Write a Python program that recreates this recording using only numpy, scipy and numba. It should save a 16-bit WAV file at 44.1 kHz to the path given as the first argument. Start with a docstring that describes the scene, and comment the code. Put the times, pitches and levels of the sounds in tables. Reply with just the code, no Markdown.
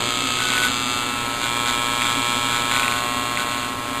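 """Small room, microphone close to a glass of liquid: a motor shakes a stick in it, 120 knocks a second.
At first the stick limps (strong, weak) with a thin rasp; half a second in it clacks and rings the glass.
Around one second a whine swells and fades, and the stick settles into an even, fuller buzz.
More clacks come at two seconds and crowd in just before three; then the buzz grows softer and duller.
All along the liquid churns low and seethes, and a coarse recorder adds a gritty top."""
import sys
import numpy as np
from scipy import signal
from scipy.fft import rfft, irfft
from scipy.io import wavfile
from scipy.ndimage import uniform_filter1d
from numba import njit

SR = 44100
rng = np.random.default_rng(int(sys.argv[2]) if len(sys.argv) > 2 else 0)


def generate_wav(signal):
    """Clip the signal to [-1, 1] and save it as 16-bit WAV at the path in sys.argv[1]."""
    frames = np.transpose(np.atleast_2d(signal))
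    scaled = np.clip(frames, -1, 1) * 32767
    pcm = np.round(scaled).astype(np.int16)
    wavfile.write(sys.argv[1], SR, pcm)


N = 176400
TIME = np.arange(N) / SR

# motor speed: t/s, knock rate/Hz
MOTOR_SPEED = [(0, 119.0), (.1, 120.1), (.3, 121.0), (.55, 121.3), (.8, 121.35), (1.0, 121.0),
               (1.15, 119.9), (1.3, 118.9), (1.42, 118.7), (1.55, 119.4), (2.4, 119.7), (2.65, 119.45),
               (2.9, 120.3), (3.45, 119.7), (3.65, 120.1), (3.85, 119.4)]
# how far the knocks alternate strong and weak: t/s, depth/0-1
LIMP_DEPTH = [(0, .12), (.15, .3), (.42, .33), (.62, .2), (.74, 0)]
def motor():
    """The motor shakes the stick once a turn; gives the running count of turns and the depth of the limp."""
    turns = .42 + np.cumsum(curve(MOTOR_SPEED)) / SR  # starts partway through a turn
    return turns, curve(LIMP_DEPTH)


def knocks(turns, limp):
    """One knock a turn, each with a scuff and a faint rebound, running up and down the stick."""
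    wander_s, jitter_s, limp_lead_s = 14e-6, 8e-6, 90e-6
    rebound_s, rebound_db, scuff_s, scuff_db = .00157, -24, .0026, -14
    round_trip_s, echo = .000517, .58
    turn = np.arange(int(turns[-1]) + 1)
    times = np.interp(turn, turns, TIME)
    jitter, force, rebound_lag, rebound_force = rng.standard_normal((len(turn), 4)).T
    swing = np.interp(times, TIME, limp) * (-1) ** (turn + 1)
    wander = unit(uniform_filter1d(rng.standard_normal(len(turn)), size=5))  # drift over five turns
    times = times + wander_s * wander + jitter_s * jitter - limp_lead_s * swing
    sizes = (turn > 0) * (1 + swing) * undb(.8 * force)
    rebound_times = times + rebound_s + 30e-6 * rebound_lag
    blows = clicks(times, sizes) + clicks(rebound_times, sizes * undb(rebound_db + 2 * rebound_force))
    scuff = signal.lfilter([1], [1, -np.exp(-1 / (scuff_s * SR))], blows) * rng.standard_normal(N)

    def along_stick(f):
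        trip = np.exp(-2j * np.pi * f * round_trip_s)
        return (trip - echo) / (1 - echo * trip)
    return lowpass(unit(shape(blows, along_stick)) + undb(scuff_db) * unit(scuff), hz=5150)


# how the stick sits: t/s, settled weight/0-1, light weight/0-1; any remainder is loose or limping
SEATING = [(0, 0.37, 0.14), (.95, 0.24, 0.17), (1.25, 0.62, 0.2), (1.38, 0.051, 0.53), (1.5, 1, 0.39),
           (2.6, 0.92, 0.087), (3.0, 0.043, 1), (4, 0.55, 1)]
# resonances of the stick limping, loose, settled and lightly touching: f/Hz, relative level/dB
STICK_LIMPING = [(120, -13), (360, -4.5), (720, -6.5), (1090, -6), (1210, -32), (1330, -23), (1930, -21.0),
                 (2170, 1.5), (2420, -28), (2540, -2), (2660, 6), (2780, -25), (3020, -3), (3260, -2.5),
                 (3740, -2), (3860, -11), (4230, -6.5), (4470, -30), (4590, -0.5), (5310, -21)]
STICK_LOOSE = [(120, -14), (480, -7.5), (610, -15), (970, -1), (1090, -39), (1210, 6.5), (1460, -1.5),
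               (1580, -19), (1820, -12), (1940, -13.5), (2300, -0.5), (2420, -11), (2670, 2.5),
               (2910, -15.5), (3520, 1), (3760, -3), (3880, -20), (4120, -13), (4240, -2), (4360, -12),
               (4610, -7), (4850, -2.5), (4970, -22), (5340, -22)]
STICK_SETTLED = [(120, -11), (480, -9.5), (600, -8), (720, -20), (840, -3), (1080, 2.5), (1200, -5),
                 (1320, 2.5), (1550, -14), (1670, -4), (1790, -10), (2030, -13.5), (2270, 0), (2390, 3),
                 (2510, -38), (2630, -11.5), (2750, -4.5), (2870, -11), (3110, -9), (3230, 1), (3710, -5),
                 (4060, -13), (4180, -7.5), (4540, -19), (5020, -15), (5260, -15)]
STICK_LIGHT = [(120, -19.5), (480, -16.5), (600, -3), (960, -4.5), (1080, 6.5), (1200, -2.5), (1320, -1.5),
               (1440, -9), (1680, -6), (1800, -23.5), (1920, -4), (2040, -6.5), (2400, -1.5), (2520, -52),
               (2640, -3.5), (2760, 0), (2880, -11.5), (3120, -14.5), (3240, -3.5), (3720, -6.5),
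               (3840, -26), (3960, -10.5), (4320, -4.5), (4560, -40), (4680, -14.5), (5280, -30.5)]
def stick_buzz(turns, limp):
    """The knocks ring the stick, whose resonances depend on how it sits in the glass."""
    drive = knocks(turns, limp)
    settled, light = curve(SEATING), curve(SEATING, column=2)
    free = np.maximum(1 - settled - light, 0)
    limping = np.minimum(limp / .15, 1)
    seats = [(free * limping, STICK_LIMPING), (free * (1 - limping), STICK_LOOSE),
             (settled, STICK_SETTLED), (light, STICK_LIGHT)]
    return undb(-22) * unit(sum(weight * colour(drive, resonances) for weight, resonances in seats))


# strength of the contact: t/s, body gain/dB, treble gain/dB
CONTACT = [(0, 4, 1.5), (.1, 0, 0.5), (.3, -2.5, 1), (.42, -2.5, 1), (.62, 2.5, -1), (.76, -2.5, 1.5),
           (.95, -1, 0), (1.1, -1, -3), (1.25, 0, -4), (1.38, -2, -3.5), (1.45, -3.5, -3), (1.7, -1.5, -3),
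           (1.85, -1, -1.5), (2.02, -0.5, -1), (2.3, 0, .5), (2.66, 1, -0.5), (2.8, 0.5, -4),
           (3.06, -1.5, -2), (3.3, -3, -4), (3.5, -3, -4), (3.64, -6.5, -7.5), (3.77, -8, -14.5),
           (4, -5, -8.5)]
def contact_strength(buzz, split_hz=1980):
    """Body and treble of the buzz swell and fade with the strength of the contact."""
    body = shape(buzz, lambda f: 1 / (1 + (f / split_hz) ** 8))
    treble = buzz - body
    return body * undb(curve(CONTACT)) + treble * undb(curve(CONTACT, column=2))


# hard blows on the glass: t/s, relative peak level/dB
CLACK_HITS = [(.5046, -14), (.5292, -17), (.5542, -15), (.5785, -9), (.6367, -13), (2.0114, -16),
              (2.0206, -9), (2.0538, -16), (2.5291, -15), (2.7141, -10), (2.74, -13), (2.7481, -15),
              (2.7639, -9), (2.7971, -9), (2.8317, -11), (2.84, -14), (2.8563, -15), (2.8806, -8),
              (2.9231, -14), (3.3732, -10)]
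# modes of one clack: f/Hz, decay/s, relative level/dB
CLACK_RESONANCES = [(2080, 0.0011, -3), (2320, 0.0013, 0), (2530, 0.0013, -1), (3450, 0.0007, -7)]
def clacks(rise_s=.0004, pitch_spread=.025, gain_db=2.5):
    """Harder blows on the glass each excite a few short modes, tuned a little differently every time."""
    out = np.zeros(N)
    age = TIME[:SR // 20]
    for start, peak_db in CLACK_HITS:
        tunings = 1 + pitch_spread * rng.standard_normal(len(CLACK_RESONANCES))
        hit = sum(undb(db) * np.exp(-age / decay) * np.sin(2 * np.pi * hz * tuning * age)
                  for (hz, decay, db), tuning in zip(CLACK_RESONANCES, tunings))
        hit *= 1 - np.exp(-age / rise_s)
        i = int(start * SR)
        out[i:i + len(age)] += undb(peak_db + gain_db) * hit / np.abs(hit).max()
    return out


# spectrum of the rattling glass: f/Hz, relative level/dB
RATTLE_SPECTRUM = [(500, -12.5), (1300, 0.5), (1700, -4.5), (2200, 0.5), (2900, -6.5), (3450, 4),
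                   (4600, -7), (6000, -10)]
def glass_rattle(turns, limp, lag_s=.000584, spread_s=.00024, stray_db=-4):
    """A hard tick on the glass just after each knock, and a weaker stray one anywhere in the turn."""
    turn = np.arange(1, int(turns[-1]))
    jitter, force, stray_force = rng.standard_normal((len(turn), 3)).T
    times = np.interp(turn, turns, TIME)
    swing = np.interp(times, TIME, limp) * (-1) ** (turn + 1)
    ticks = clicks(times + lag_s + spread_s * jitter, (1 + swing) * undb(2 * force))
    stray_times = np.interp(turn + rng.random(len(turn)), turns, TIME)
    strays = clicks(stray_times, undb(stray_db + 2 * stray_force))
    return unit(colour(ticks + strays, RATTLE_SPECTRUM))


# the stick leans on the glass: t/s, length/s, ring level/dB, rattle level/dB
GLASS_TOUCHES = [(0.383, 0.19, -29, -21.5), (0.552, 0.1, -26, -30.5), (0.621, 0.043, -26, -18),
                 (1.405, 0.052, -30, -20.5), (1.651, 0.049, -29, -16.5), (2.002, 0.1, -35, -22.5),
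                 (2.496, 0.085, -32, -23), (2.698, 0.1, -29, -19), (2.811, 0.094, -33.5, -24.5),
                 (2.905, 0.093, -33, -29), (3.375, 0.024, -24.5, -22.5), (3.484, 0.19, -38.5, -36.5)]
def glass(turns, limp, ring_hz=1487, rise_s=.012, fall_s=.025):
    """The glass sings and rattles while the stick leans on it; the limp keeps a lower ring going."""
    ring_level, rattle_level = np.zeros(N), np.zeros(N)
    for start, length, ring_db, rattle_db in GLASS_TOUCHES:
        age = np.maximum(TIME - start, 0)
        since_release = np.maximum(age - length, 0)
        envelope = (1 - np.exp(-age / rise_s)) * np.exp(-since_release / fall_s)
        ring_level += undb(ring_db) * envelope
        rattle_level += undb(rattle_db) * envelope
    lower_ring = limp * undb(-21.5) * tone(10.5 * turns)  # locked to the motor
    return ring_level * tone(ring_hz * TIME) + lower_ring + rattle_level * glass_rattle(turns, limp)


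# loudest burbles: t/s, peak level/dB
LOUD_BURBLES = [(.08, -27), (.18, -31), (.23, -29), (.665, -28), (.72, -30), (1.055, -29), (1.27, -28),
                (2.165, -28), (2.355, -26), (2.45, -28), (3.055, -29), (3.16, -27), (3.21, -30),
                (3.25, -32)]
# spectrum of the churning liquid: f/Hz, relative level/dB
CHURN_SPECTRUM = [(25, -16), (45, -16.5), (65, -8.5), (100, -9.5), (160, -13), (205, -9), (240, -5.5),
                  (265, 1), (300, -11), (350, -10), (600, -13.5), (1200, -14), (5000, -22)]
def churning(burble_hz=263, pitch_spread=.03, burble_s=.011, small_count=110):
    """The liquid churns low, with short burbles near one pitch: a few loud ones over many small ones."""
    def burble(start, detune):
        age = np.maximum(TIME - start, 0)
        envelope = age / burble_s * np.exp(1 - age / burble_s)
        return envelope * np.sin(2 * np.pi * burble_hz * (1 + pitch_spread * detune) * age)

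    small, spacing_s = np.zeros(N), N / SR / small_count
    for k, (jitter, detune, size) in enumerate(rng.standard_normal((small_count, 3))):
        small += undb(2 * np.tanh(size)) * burble((k + .5 * jitter) * spacing_s, detune)
    loud = sum(undb(db) * burble(start, rng.standard_normal()) for start, db in LOUD_BURBLES)
    churn = colour(rng.standard_normal(N), CHURN_SPECTRUM)
    return loud + undb(-41) * unit(small) + undb(-29) * unit(churn)


# spectrum of the seething: f/Hz, relative level/dB
SEETHE_SPECTRUM = [(300, -19), (700, -39), (1000, -18.5), (1300, -3), (1800, -8), (2300, -6), (2900, 0),
                   (3400, -4.5), (4200, 0), (5200, -23.5)]
# swell of the seething: t/s, relative level/dB
SEETHE_SWELL = [(0, 4), (.6, 5.5), (.8, 2), (1.3, 1), (1.7, 2.5), (2.8, 4), (3.1, -1.5), (3.5, 1),
                (3.75, -3.5)]
def seething():
    """The shaken liquid seethes: a hiss that slowly swells and sinks."""
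    hiss = unit(colour(rng.standard_normal(N), SEETHE_SPECTRUM))
    return undb(-33 + curve(SEETHE_SWELL)) * hiss


# whine of the stick: t/s, level/dB
WHINE_LEVEL = [(0, -34), (.3, -47), (.75, -58), (.92, -36), (1.15, -31.5), (1.28, -37), (1.45, -60)]
def hum_and_whine(turns, hum_db=-46, overtone=22):
    """The motor hums at its turning rate; one overtone whines as it slides past a mode of the stick."""
    return undb(hum_db) * tone(turns) + undb(curve(WHINE_LEVEL)) * tone(overtone * turns)


# echoes between the walls of the small room: delay/s
WALL_DELAYS = [.0053, .0079, .0107, .0131, .0173, .0211, .0257, .0313]
def room(direct, t60_s=.16, relative_db=-15.5):
    """The room's short reverberation, well below the direct sound this close to the glass."""
    lags = (np.array(WALL_DELAYS) * SR).astype(np.int64)
    echoes = walls(direct, lags, undb(-60 * lags / SR / t60_s))
    return undb(relative_db) * np.std(direct) * unit(echoes)


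@njit
def walls(x, lags, gain):
    """Sound bounces from wall to wall: eight delay lines that feed each other."""
    line, back, out = np.zeros((8, 4096)), np.zeros(8), np.zeros(len(x))
    for i in range(len(x)):
        for k in range(8):
            back[k] = gain[k] * line[k, (i - lags[k]) & 4095]
            out[i] += back[k] * (1 - 2 * (k % 2))
        shared = back.sum() / 4
        for k in range(8):
            line[k, i & 4095] = x[i] + back[k] - shared
    return out


def undb(db):
    return 10 ** (np.asarray(db) / 20)


def unit(x):
    """Scale to rms 1."""
    return x / np.sqrt(np.mean(x ** 2) + 1e-18)


def tone(cycles):
    """Sine of rms 1 from a running count of cycles."""
    return np.sqrt(2) * np.sin(2 * np.pi * cycles)


def curve(rows, column=1):
    """One column of a table, joined by straight lines in time."""
    rows = np.array(rows)
    return np.interp(TIME, rows[:, 0], rows[:, column])


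def shape(x, response):
    """Filter by a complex gain given as a function of frequency."""
    f = np.arange(N + 1) * SR / (2 * N)
    return irfft(rfft(x, 2 * N) * response(f))[:N]


def colour(x, points, size=4096):
    """Causal filter through (f/Hz, level/dB) points: its peaks ring on."""
    hz, db = np.array(points).T
    f = np.maximum(np.arange(size // 2 + 1) * SR / size, 1)
    gain = undb(np.interp(np.log(f), np.log(hz), db))
    cepstrum = irfft(np.log(gain))
    cepstrum[1:size // 2] *= 2  # fold to minimum phase
    cepstrum[size // 2 + 1:] = 0
    impulse = irfft(np.exp(rfft(cepstrum)))
    return signal.fftconvolve(x, impulse)[:N]


def lowpass(x, hz):
    """Steep low-pass."""
    return signal.sosfilt(signal.ellip(8, .2, 70, hz, fs=SR, output="sos"), x)


def clicks(times, sizes):
    """Band-limited clicks at exact times."""
    out, at = np.zeros(N), times[:, None] * SR
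    taps = np.floor(at).astype(int) + np.arange(-7, 9)
    kernel = np.sinc(taps - at) * np.sinc((taps - at) / 8)
    np.add.at(out, np.clip(taps, 0, N - 1), sizes[:, None] * kernel * (taps >= 0) * (taps < N))
    return out


def scene():
    """At the microphone, in mono: stick and glass up close, then liquid, motor and the small room."""
    turns, limp = motor()
    stick = contact_strength(stick_buzz(turns, limp)) + clacks()
    close_sound = stick + seething() + glass(turns, limp) + churning() + hum_and_whine(turns)
    return (close_sound + room(stick))[None]


def record(dry, ceiling=.45, hold_samples=4):
    """The recorder rounds peaks; its slow converter holds each value, mirroring the buzz into the treble."""
    rounded = ceiling * np.tanh(dry / ceiling)
    sampled = lowpass(rounded, hz=5150)[:, ::hold_samples]
    held = np.repeat(sampled, hold_samples, axis=1)[:, :N]
    return lowpass(held, hz=12650)


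dry = scene()
out = record(dry)
generate_wav(out)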